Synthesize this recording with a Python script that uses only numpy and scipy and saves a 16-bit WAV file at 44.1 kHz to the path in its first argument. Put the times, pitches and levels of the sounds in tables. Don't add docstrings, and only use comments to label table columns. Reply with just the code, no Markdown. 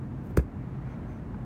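import sys
import numpy as np
from scipy import signal
from scipy.fft import rfft, irfft, next_fast_len
from scipy.io import wavfile
from scipy.ndimage import uniform_filter1d, map_coordinates

SR = 44100
rng = np.random.default_rng(int(sys.argv[2]) if len(sys.argv) > 2 else 0)


def master_out(mix):
    frames = np.transpose(np.atleast_2d(mix))
    ceiling = np.clip(frames, -1, 1)
    pcm = np.round(ceiling * 32767).astype(np.int16)
    wavfile.write(sys.argv[1], SR, pcm)


N = 63945

SLAM_S = 0.3728

# (delay [s], pitch [Hz], level [dB], swell [s], t60 [s])
BALL_MODES = [(0.0, 1325, -10.5, 0.0002, 0.0055), (0.0002, 1123, -27, 0.00044, 0.0041),
              (0.0003, 677, -24, 0.00043, 0.02), (0.0005, 385, -1, 0.0012, 0.017),
              (0.0016, 64, 1, .012, 0.1), (0.008, 145.4, -6, .001, 0.042)]
# (frequency [Hz], level [dB])
TURF_SPECTRUM = [(400, -15), (850, -14), (1300, 4), (2200, -2.5), (3000, -18.5), (4500, -5.5),
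                 (5700, -15.5), (6300, -14.5), (9000, -5.5), (10500, -16.5), (13000, -6), (16000, -12)]
# (frequency [Hz], width [Hz], level [dB])
TURF_RESONANCES = [(2420, 154, 2.5), (5200, 150, -2.5), (6120, 175, 0.5), (6900, 110, -5), (8930, 270, -2),
                   (12600, 140, -6)]
# (delay [s], level [dB])
WALL_ECHOES = [(0.0169, -11), (0.021, -12), (0.026, -20.5)]
# (frequency [Hz], level [dB])
WALL_SPECTRUM = [(100, -18.5), (300, -1.5), (600, 3), (1200, -3), (2100, 3), (3000, 2), (5000, -17),
                 (14000, -16)]
# (frequency [Hz], level [dB])
YARD_SPECTRUM = [(60, -8), (400, -6.5), (850, -8), (1500, 0), (5000, 0.5), (14000, -2)]
# (time [s], half length [s], level [dB])
SLEEVE_SWISHES = [(.254, 0.017, -73.5), (.263, 0.0016, -70), (.272, 0.0018, -66), (.304, 0.013, -69.5)]
# (frequency [Hz], level [dB])
SLEEVE_SPECTRUM = [(2000, -23), (5000, -7), (8000, -5), (10500, -7), (14000, 1.5), (16000, -4.5)]
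# (time [s], half length [s], level [dB])
JACKET_RUSTLES = [(.63, 0.043, -67), (.758, 0.0087, -65), (.91, 0.047, -63.5), (1.12, 0.023, -63.5)]
# (frequency [Hz], level [dB])
JACKET_SPECTRUM = [(600, -20), (1500, -6), (2250, 5.5), (2900, -13), (4000, -17), (14000, -40)]
# (time [s], level [dB])
HAND_PATS = [(0.116, -45.5), (0.87, -40), (0.919, -43), (1.342, -42.5)]
# (frequency [Hz], level [dB])
PAT_SPECTRUM = [(100, -17), (600, -13), (900, 7), (1150, -8), (1650, -10), (2600, -24), (10000, -57)]
# (frequency [Hz], level [dB])
RUMBLE_SPECTRUM = [(22, -9.5), (32, -11), (42, -5.5), (52, 3), (66, -2.5), (100, 0), (160, -2), (215, -3),
                   (290, -8), (420, -17), (560, -24.5), (900, -29), (1600, -45), (3000, -51), (5000, -60),
                   (6500, -57.5), (10000, -62), (15500, -65.5)]
# (frequency [Hz], level [dB])
TYRE_SPECTRUM = [(200, -14), (500, 3), (700, 2), (1000, 0), (1700, -6.5), (2400, -15.5), (3200, -24),
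                 (6000, -35.5), (15000, -55)]
# (time [s], level [dB])
TYRE_LEVELS = [(0, -55.5), (.33, -53.5), (.48, -54), (.58, -53.5), (.75, -53), (.9, -51), (1.0, -51.5),
               (1.13, -53.5), (1.45, -53.5)]
# (delay [s], level [dB])
TYRE_BOUNCES = [(.0037, -25), (.0082, -11), (0.0173, -16.5)]
# (time [s], level [dB])
HUM_LEVELS = [(0, -44), (.2, -41), (.35, -48.5), (.5, -52.5), (.62, -37.5), (.69, -45), (.77, -36),
              (.92, -37.5), (1.0, -54.5), (1.45, -49)]
# (time [s], half length [s], level [dB])
FAR_WHISTLES = [(.915, 0.025, -76), (1.105, 0.02, -74.5), (1.165, 0.021, -76.5)]
# (frequency [Hz], level [dB])
WHISTLE_SPECTRUM = [(4500, -43), (5900, -9.5), (6300, -2), (6700, -18), (8500, -23)]


def ball():
    sound = np.zeros(N)
    for delay, hz, db, swell, t60 in BALL_MODES:
        start = SLAM_S + delay
        sound += amp(db) * fade(start, swell, t60) * np.sin(2 * np.pi * hz * (clock() - start))
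    return sound


def turf():
    snaps_per_s, rise_s, rise_db = 22000, 0.0035, 11
    flat_s, crunch_t60, release_t60 = 0.012, 0.042, 0.01
    snaps = rng.standard_normal((2, N)) * (rng.random((2, N)) < snaps_per_s / SR)
    crunch = unit(coloured(snaps[0], TURF_SPECTRUM))
    crack = amp(-4) * unit(resonant(snaps[1], TURF_RESONANCES))
    t = clock() - (SLAM_S - rise_s)
    rise = (t > 0) * amp(rise_db * np.minimum(t / rise_s - 1, 0))
    decay = amp(-60 * np.maximum(t - rise_s, 0) / crunch_t60)
    release = amp(-60 * np.maximum(t - flat_s, 0) / release_t60)
    return amp(-35.5) * rise * decay * release * (crunch + crack)


def wall(slam):
    return coloured(copies(slam, WALL_ECHOES), WALL_SPECTRUM)


def yard(slam):
    tail = rng.standard_normal(N) * fade(start=0.008, swell=0.0014, t60=0.13)
    scattered = signal.fftconvolve(slam, tail / np.linalg.norm(tail))[:N]
    return amp(-12.5) * coloured(scattered, YARD_SPECTRUM)


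def thrower():
    sleeves = swells(SLEEVE_SWISHES) * noise(SLEEVE_SPECTRUM)
    jacket = swells(JACKET_RUSTLES) * noise(JACKET_SPECTRUM)
    pat_envelope = sum(amp(db) * fade(start, swell=0.0013, t60=0.045) for start, db in HAND_PATS)
    return sleeves + jacket + pat_envelope * noise(PAT_SPECTRUM)


def traffic():
    rumble = amp(-37 + 0.33 * wobble(9.6)) * noise(RUMBLE_SPECTRUM)
    direct = noise(TYRE_SPECTRUM)
    tyres = level(TYRE_LEVELS) * unit(direct + copies(direct, TYRE_BOUNCES))
    flutter = amp(0.34 * wobble(24.4))
    return rumble + flutter * tyres


def machine_hum():
    hum_hz, waver_rad = 130.6, 0.4
    phase = 2 * np.pi * hum_hz * clock() + waver_rad * wobble(11.6)
    return level(HUM_LEVELS) * np.sqrt(2) * np.sin(phase)


def whistles():
    return swells(FAR_WHISTLES) * noise(WHISTLE_SPECTRUM)


def amp(db):
    return 10 ** (np.asarray(db) / 20)


def unit(x):
    return x / np.sqrt(np.mean(x ** 2) + 1e-20)


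def clock():
    return np.arange(N) / SR


def level(points):
    return amp(np.interp(clock(), *np.transpose(points)))


def fade(start, swell, t60):
    t = np.maximum(clock() - start, 0)
    return (1 - np.exp(-t / swell)) ** 2 * amp(-60 * t / t60)


def swells(rows):
    return sum(amp(db) * np.exp(-((clock() - s) / half) ** 2 / 2) for s, half, db in rows)


def wobble(rate):
    return map_coordinates(rng.standard_normal(256), [clock() * rate], mode="wrap")


def bin_gains(spectrum, size):
    hz, db = np.transpose(spectrum)
    return amp(np.interp(np.log(np.fft.rfftfreq(size, 1 / SR) + 1), np.log(hz + 1), db))


def noise(spectrum):
    return unit(irfft(rfft(rng.standard_normal(N)) * bin_gains(spectrum, N), N))


def coloured(x, spectrum):
    size = 2 * next_fast_len(N)
    cepstrum = irfft(np.log(bin_gains(spectrum, size)), size)
    cepstrum[1:size // 2] *= 2
    cepstrum[size // 2 + 1:] = 0
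    return irfft(rfft(x, size) * np.exp(rfft(cepstrum)), size)[:N]


def resonant(x, peaks):
    size = 2 * next_fast_len(N)
    f = np.fft.rfftfreq(size, 1 / SR)
    response = sum(amp(db) * 1j * f * width / (hz**2 - f**2 + 1j * f * width) for hz, width, db in peaks)
    return irfft(rfft(x, size) * response, size)[:N]


def copies(x, rows):
    return sum(amp(db) * np.pad(x, (round(delay * SR), 0))[:N] for delay, db in rows)


def scene():
    slam = ball() + turf()
    foreground = slam + wall(slam) + yard(slam) + thrower()
    return (foreground + traffic() + machine_hum() + whistles())[None]


def record(dry):
    threshold_db, duck_slope, recover_s = -23, 0.22, 0.22
    low_cut_hz, top_hz = 46, 15800
    power = np.abs(uniform_filter1d(dry[0] ** 2, size=441, origin=220))
    wanted_duck_db = duck_slope * np.maximum(10 * np.log10(power + 1e-12) - threshold_db, 0)
    recovery = np.exp(-clock() / recover_s)
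    duck_db = np.maximum.accumulate(wanted_duck_db / recovery) * recovery
    size = next_fast_len(N + SR // 2)
    f = np.fft.rfftfreq(size, 1 / SR)
    passband = (f < top_hz) / np.sqrt(1 + (low_cut_hz / (f + 1)) ** 8)
    return irfft(rfft(dry * amp(-duck_db), size) * passband, size)[:, :N]


dry = scene()
out = record(dry)
master_out(out)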